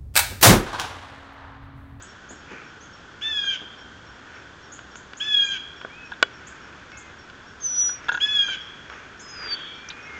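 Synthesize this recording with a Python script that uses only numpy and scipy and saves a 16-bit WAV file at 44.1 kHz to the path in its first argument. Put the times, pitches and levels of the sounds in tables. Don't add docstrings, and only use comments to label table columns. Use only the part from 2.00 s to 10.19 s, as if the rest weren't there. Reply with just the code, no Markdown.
import sys
import numpy as np
from scipy import signal
from scipy.fft import rfft, irfft, next_fast_len
from scipy.io import wavfile
from scipy.ndimage import uniform_filter1d, map_coordinates

SR = 44100
rng = np.random.default_rng(int(sys.argv[2]) if len(sys.argv) > 2 else 0)


def log_audio(samples):
    frames = np.atleast_2d(samples).T
    limited = np.clip(frames, -1, 1)
    pcm = np.round(limited * 32767).astype(np.int16)
    wavfile.write(sys.argv[1], SR, pcm)


N = 361179
TIME = np.arange(N) / SR
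HIGHEST_HZ = 15300

# f/Hz, level/dB
HUSH_COLOUR = [(20, -10.5), (45, -10), (65, 2.5), (90, -0.5), (170, -3), (320, -3), (650, -9), (1250, -5.5),
               (1500, 1), (2100, -13.5), (2800, -15), (3400, -10), (3800, -19.5), (6500, -22.5)]
# f/Hz, level/dB
CRUNCH_COLOUR = [(200, -14), (400, -3.5), (700, -14), (1100, -5.5), (1520, 4.5), (2000, -4.5), (2400, -2.5),
                 (2900, -9.5), (3400, -19), (3900, -23.5), (6500, -20), (8500, -39.5)]
# peak t/s, level/dB, time to rise 20 dB/s, time to fall 20 dB/s
LEAF_SWELLS = [(.52, -43, .1, .35), (2.37, -46.5, .35, .2), (4.55, -49.5, 2, 2), (6.05, -45, .65, 3),
               (6.93, -42, .07, .4), (7.44, -37.5, .26, .5), (8.19, -42.5, 1.2, .3)]
# t/s, level/dB, length/s, top of the rising tone f/Hz
BIRD_CHIPS = [(.02, -35.5, .019, 8700), (.286, -43, .038, 7700), (.8, -51, .045, 6700),
              (2.717, -40.5, .029, 7611), (2.951, -45, .028, 7650), (3.166, -42, .029, 7680),
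              (3.433, -41, .042, 7560), (4.466, -41.5, .026, 8000), (4.967, -42.5, .029, 7840),
              (6.119, -42, .02, 7200), (7.191, -43, .033, 7700), (7.28, -46, .032, 6800)]
# t/s, level/dB, ring time/s (the time to fade by 60 dB)
FEEDER_BUMPS = [(.305, -40.5, 0.28), (.513, -38.5, 0.27), (1.615, -41, 0.13)]
# t/s, level/dB, length/s, f/Hz
BARK_SCRAPES = [(.48, -52, .25, 2400), (6.903, -44, .06, 1250)]
# t/s, length/s, top f/Hz, time until sinking/s, drop/Hz, level/dB, swell/(dB per s)
NUTHATCH_CALLS = [(1.211, 0.37, 886.5, .084, 126, -39, 10), (3.198, 0.39, 863.2, .09, 84.1, -37.5, 4.5),
                  (6.199, .372, 852.7, .145, 103.8, -37, -6)]
# t/s, level/dB
FOURTH_HARMONIC = [
    [(1.22, -30), (1.265, -25.5), (1.365, -27.5), (1.392, -19.5), (1.402, -28), (1.455, -32),
     (1.486, -19.5), (1.515, -20), (1.53, -31)],
    [(3.215, -24), (3.245, -34), (3.326, -19), (3.339, -28), (3.347, -12.5), (3.358, -18), (3.4, -15.5),
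     (3.475, -35), (3.524, -24.5), (3.56, -34)],
    [(6.21, -24.5), (6.222, -19), (6.25, -20), (6.272, -33), (6.29, -22), (6.38, -20), (6.402, -14),
     (6.436, -28.5), (6.54, -33)],
]
# f/Hz, level/dB
THROAT_GAIN = [(1600, -1.5), (2600, -8), (4000, -19), (4300, -24.5), (5050, -14), (5700, -28), (6050, -18),
               (6400, -13), (6800, -19), (7600, -26)]
# f/Hz, level/dB
PUFF_COLOUR = [(1000, -37), (1600, -15.5), (1950, -13.5), (2450, -1), (3200, 0.5), (3900, -22.5),
               (5700, -22), (6400, -17), (9000, -36)]
# t/s, level/dB, brightness/(dB per octave), treble limit f/Hz
BILL_TAPS = [(1.442, -25, -1, 2500), (1.792, -28, 1, 3000), (2.791, -25.5, 1, 5000),
             (2.956, -25.5, 2, 6000), (3.134, -24.5, 4, 6000), (3.814, -24, 3, 3600),
             (3.8485, -16.5, -4.5, 1700), (4.227, 2.3, 1, 15300), (4.918, -29, 4, 6000),
             (5.099, -32, 2.5, 5000), (5.299, -29.5, 4, 6000), (6.899, -23.5, 0, 5500)]
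# f/Hz, level/dB, ring time for a 0 dB tap/s
TAP_TONES = [(403, -37, 0.14), (508, -24, 0.041), (652, -11, 0.019), (1165.7, -8.5, 0.017),
             (1479, -1.5, 0.022), (1860, -12.5, 0.017), (2264, -8, .016), (2970, -12, 0.02),
             (3420, -7, 0.0098), (2972, -40.5, .11), (3345, -34, 0.13), (4005, -16.5, .014),
             (4530, -9.5, 0.0059), (7515.5, -9, 0.0046)]
# t/s, length/s, first f/Hz, last f/Hz, arch/Hz, level/dB, swell/(dB per s)
FAINT_GLIDES = [(7.55, .283, 4573, 4360, -60, -62.5, -45), (3.895, .19, 2230, 2480, 205, -50, 15),
                (4.92, .2, 2620, 2490, 0, -59, -31), (4.92, .2, 2190, 2060, 0, -57.5, -20),
                (7.68, .41, 2313, 2547, -44, -53, 6), (8.05, .138, 2160, 2110, 15, -48, 55)]
# t/s, level/dB, fade time of the slip/s
RATTLE_STROKES = [(4.1185, -31.5, .002), (5.892, -34, .002), (6.084, -26, .005), (6.0905, -17, 0.0027),
                  (6.117, -26, 0.01), (6.143, -28.5, 0.00483), (6.147, -24.5, 0.005),
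                  (6.1735, -27.5, 0.002), (6.482, -31, 0.02)]
# f/Hz, width/Hz, level/dB
RATTLE_TONES = [(963, 130, -4), (1457, 49, 7), (1627, 58, 6), (2720, 78, -10), (3380, 350, -3),
                (6600, 300, -25.5)]
# t/s, level/dB, f/Hz, width/Hz, fade time/s
HUSK_CRACKS = [(4.135, -40, 3550, 350, .005), (7.888, -32, 5900, 900, .004),
               (7.902, -31.5, 3700, 1700, .009)]
# t/s, f/Hz, level/dB
THIN_PATH = [(5.6, 6350, -53), (5.622, 6380, -40), (5.645, 6150, -28), (5.666, 6085, -21.5),
             (5.678, 5960, -30), (5.765, 5850, -27), (5.795, 5935, -19.5), (5.825, 5850, -22),
             (5.865, 5855, -22), (5.945, 5830, -35), (6.01, 5600, -58)]
# f/Hz, level/dB
HAZE_COLOUR = [(2700, -19), (3400, 1.5), (4100, -20.5), (5100, -3), (6200, -7.5), (7200, -33.5)]
# t/s, f/Hz, level/dB
FALLING_PATH = [(7.21, 4991, -61.5), (7.222, 5145, -51), (7.33, 5080, -45), (7.488, 4710, -36.5),
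                (7.534, 4578, -24), (7.556, 4550, -34)]
# f/Hz, ring time/s
TREE_ECHO = [(300, .5), (1600, 1.2), (3300, 1.17), (5000, 1.2), (7500, 0.44)]
# f/Hz, level/dB
MIC_GAIN = [(6800, 1), (7500, -6.5), (8300, -15.5), (8900, -29.5), (9300, -74)]


def amp(db):
    return 10 ** (np.asarray(db) / 20)


def unit(x):
    return x / np.sqrt(np.mean(x ** 2) + 1e-20)


def read(points, hz):
    f, value = np.transpose(points)
    return np.interp(np.log(hz + 1), np.log(f), value)


def add(mix, start, sound):
    part = mix[max(round(start * SR), 0):][:len(sound)]
    part += sound[:len(part)]


def colour(x, points):
    size = next_fast_len(len(x) + 2048)
    gain = amp(read(points, np.fft.rfftfreq(size, 1 / SR)))
    return irfft(rfft(x, size) * gain, size)[:len(x)]


def wander(size, per_second):
    at = np.arange(size) * per_second / SR
    return map_coordinates(rng.standard_normal(4096), [at], order=3, mode="wrap")


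def resonate(x, hz, width):
    r = np.exp(-np.pi * width / SR)
    return 2 * signal.lfilter([1 - r], [1, -r * np.exp(2j * np.pi * hz / SR)], x).imag


def fade(t, rise, fall):
    ramp = np.minimum((t - t[0]) / rise, (t[-1] - t) / fall)
    return np.sin(np.pi / 2 * np.clip(ramp, 0, 1)) ** 2


def phase_of(hz):
    return 2 * np.pi * np.cumsum(hz) / SR


def hush_and_leaves(hush_db=-46.1):
    hush = unit(colour(rng.standard_normal(N), HUSH_COLOUR)) * amp(hush_db)
    crackle = rng.standard_normal(N) * amp(2 * wander(N, 350))
    swells_db = [db - 20 * np.maximum((peak - TIME) / rise, (TIME - peak) / fall)
                 for peak, db, rise, fall in LEAF_SWELLS]
    return hush + unit(colour(crackle, CRUNCH_COLOUR)) * amp(np.max(swells_db, axis=0))


def chip(start, db, length, top_hz, lower_hz=5700, upper_hz=9500, upper_db=-6):
    t = np.arange(0, length, 1 / SR)
    span_hz = top_hz - lower_hz
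    sweep = (t / length) ** .65 + .11 * wander(len(t), 1200)
    lower = np.sin(phase_of(lower_hz + span_hz * sweep))
    upper = np.sin(phase_of(upper_hz - .62 * span_hz * t / length))
    return start, amp(db) * (lower + amp(upper_db) * upper) * fade(t, .28 * length, .004)


def whistle(path, waver=.002, shimmer_db=1.1):
    times, hz, db = np.transpose(path)
    t = np.arange(times[0], times[-1], 1 / SR)
    pitch = np.interp(t, times, hz) * (1 + waver * wander(len(t), 150))
    level = amp(np.interp(t, times, db) + shimmer_db * wander(len(t), 180))
    return times[0], np.sqrt(2) * level * np.sin(phase_of(pitch)) * fade(t, .007, .008)


def pips(hz=5560, db=-60, length=.075, fall_hz=130, dying_db=11, every_s=.284):
    notes = np.zeros(N)
    for start in np.arange(.07, N / SR, every_s):
        path = [(start, hz, db), (start + length, hz - fall_hz, db - dying_db)]
        add(notes, *whistle(path, waver=.005, shimmer_db=3.5))
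    return notes


def bump(start, db, ring_s):
    t = np.arange(SR // 3) / SR
    dull = [(100, -28), (260, 5), (600, -7.5), (1500, -12.5), (4000, -29)]  # f/Hz, level/dB
    thud = unit(colour(rng.standard_normal(len(t)), dull))
    return start, amp(db - 60 * t / ring_s) * thud * fade(t, .0016, .02)


def scrape(start, db, length, hz, width=500):
    t = np.arange(0, length, 1 / SR)
    slips = rng.standard_normal(len(t)) * amp(4 * wander(len(t), 260))
    bark = unit(resonate(resonate(slips, hz, width), hz, width))
    return start, amp(db) * bark * fade(t, length / 10, length / 2)


def nasal_call(call, fourth_levels, climb_hz=40.045, climb_s=.022, sink_s=.16, break_s=.048,
               flutter_db=3, dying_db_per_s=120, rough_db=-40):
    start, length, top_hz, hold_s, drop_hz, db, swell = call
    t = np.arange(0, length, 1 / SR)
    past_break = t - (length - break_s)
    dying_s = np.maximum(past_break, 0)
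    onset = np.exp(-t / .006)
    breakup = np.minimum(np.exp(past_break / .027), 1)
    sink = 1 - np.exp(-np.maximum(t - hold_s, 0) / sink_s)
    hz = top_hz - climb_hz * np.exp(-t / climb_s) - drop_hz * sink
    hz *= 1 - .245 * onset - 1.7 * dying_s + .002 * wander(len(t), 70)
    shake = (.0025 + .022 * (onset + breakup)) * wander(len(t), 600)
    phase = phase_of(hz * (1 + shake))
    fourth_db = np.interp(start + t, *np.transpose(fourth_levels)) - 1.5
    tone = amp(fourth_db) * np.sin(4 * phase)
    others_db = db + 2.2 + swell * (t - length / 2)
    for k in (2, 3, 5, 6, 7, 8, 9):
        flutter = flutter_db * wander(len(t), 80)
        tone += amp(others_db + read(THROAT_GAIN, k * hz) + flutter) * np.sin(k * phase)
    tone *= np.sqrt(2) * amp(-dying_db_per_s * dying_s)
    puffs = unit(colour(rng.standard_normal(len(t)) * (1 + np.cos(phase)), PUFF_COLOUR))
    roughness = amp(rough_db) * (np.exp(-t / .06) + breakup)
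    return start, tone * fade(t, .016, .024) + puffs * roughness * fade(t, .0035, .021)


def tap(start, db, brightness, treble_hz, crunch_db=-21, crunch_s=.004):
    t = np.arange(SR // 6) / SR
    decay = 60 * t / amp(.13 * db)
    ring = np.zeros(len(t))
    for hz, tone_db, ring_s in TAP_TONES:
        tilt_db = brightness * np.log2(min(hz, 4000) / 1500)
        ring += amp(tone_db + tilt_db - decay / ring_s) * np.sin(2 * np.pi * hz * t)
    crunch = unit(colour(rng.standard_normal(len(t)), CRUNCH_COLOUR))
    crunch *= amp(crunch_db + brightness) * np.exp(-t / crunch_s)
    strike = (ring + crunch) * (1 - np.exp(-t / .00036))
    contact = signal.butter(2, [130, min(treble_hz, HIGHEST_HZ)], "bandpass", fs=SR, output="sos")
    return start, amp(db) * signal.sosfilt(contact, strike)


def faint_glide(start, length, first_hz, last_hz, arch_hz, db, swell):
    progress = np.linspace(0, 1, 16)
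    hz = first_hz + (last_hz - first_hz) * progress + arch_hz * np.sin(np.pi * progress)
    level_db = db + swell * length * (progress - .5)
    path = np.transpose([start + length * progress, hz, level_db])
    return whistle(path, waver=.006, shimmer_db=2.5)


def rasp(start, db, slip_s, grit=.23):
    t = np.arange(SR // 10) / SR
    slip = grit * rng.standard_normal(len(t)) * np.exp(-t / slip_s) / np.sqrt(slip_s * SR)
    slip[0] += .5
    ring = sum(amp(tone_db) * resonate(slip, hz, width) for hz, width, tone_db in RATTLE_TONES)
    ring *= 1 - np.exp(-t / .0032)
    return start, amp(db) * ring / np.std(ring[:SR // 100])


def crack(start, db, hz, width, fade_s):
    t = np.arange(SR // 20) / SR
    burst = rng.standard_normal(len(t))
    sliver = unit(resonate(resonate(burst, hz, width), hz, width))
    return start, amp(db) * sliver * np.exp(-t / fade_s)


def hazy_whistle(path, haze_db=-24.5):
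    start, tone = whistle(path, waver=.0016, shimmer_db=.8)
    strength = np.sqrt(abs(uniform_filter1d(tone ** 2, SR // 10)))
    haze = unit(colour(rng.standard_normal(len(tone)), HAZE_COLOUR))
    return start, tone + amp(haze_db) * strength * haze


def hoarse_call(start=7.41, length=.48, db=-39, hz=3290, shake=.0474):
    t = np.arange(0, length, 1 / SR)
    pitch = hz * (1 + shake * wander(len(t), 800))
    return start, amp(db) * np.sin(phase_of(pitch)) * fade(t, rise=.14, fall=.2365)


def trees(x, early_db=7, early_s=.039, echoes_per_s=3000):
    t = np.arange(2 * SR) / SR
    echoes = rng.standard_normal(len(t)) * (rng.random(len(t)) < echoes_per_s / SR) * (t > .006)
    echoes *= 1 + amp(early_db) * np.exp(-t / early_s)
    hz, when, bands = signal.stft(echoes, SR, nperseg=256)
    bands *= amp(-60 * when / read(TREE_ECHO, hz)[:, None])
    tail = signal.istft(bands, SR, nperseg=256)[1]
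    return signal.fftconvolve(x, tail / np.linalg.norm(tail))[:N]


def scene():
    calls, whistles, far, chips, feeder = np.zeros((5, N))
    for call, fourth_levels in zip(NUTHATCH_CALLS, FOURTH_HARMONIC):
        add(calls, *nasal_call(call, fourth_levels))
    add(whistles, *hazy_whistle(THIN_PATH))
    add(whistles, *whistle(FALLING_PATH))
    for row in FAINT_GLIDES:
        add(far, *faint_glide(*row))
    add(far, *hoarse_call())
    for row in BIRD_CHIPS:
        add(chips, *chip(*row))
    for sound, table in ((tap, BILL_TAPS), (crack, HUSK_CRACKS), (scrape, BARK_SCRAPES),
                         (rasp, RATTLE_STROKES), (bump, FEEDER_BUMPS)):
        for row in table:
            add(feeder, *sound(*row))
    far += pips()
    direct = amp(-.5) * calls + amp(-.3) * whistles + amp(1.5) * far + chips + feeder
    scattered = (amp(-9.5) * calls + amp(-31) * whistles + amp(-8) * far
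                 + amp(-1.5) * chips + amp(-29.5) * feeder)
    return (direct + trees(scattered) + hush_and_leaves())[None]


def record(dry, overload=.96, ceiling=.79):
    squashed = dry[0] / (1 + (dry[0] / overload) ** 6) ** (1 / 6)
    clipped = np.clip(colour(squashed, MIC_GAIN), -ceiling, ceiling)
    treble_cut = signal.firwin(255, HIGHEST_HZ, window=("kaiser", 9), fs=SR)
    return signal.oaconvolve(clipped, treble_cut, "same")[None]


dry = scene()
out = record(dry)
log_audio(out)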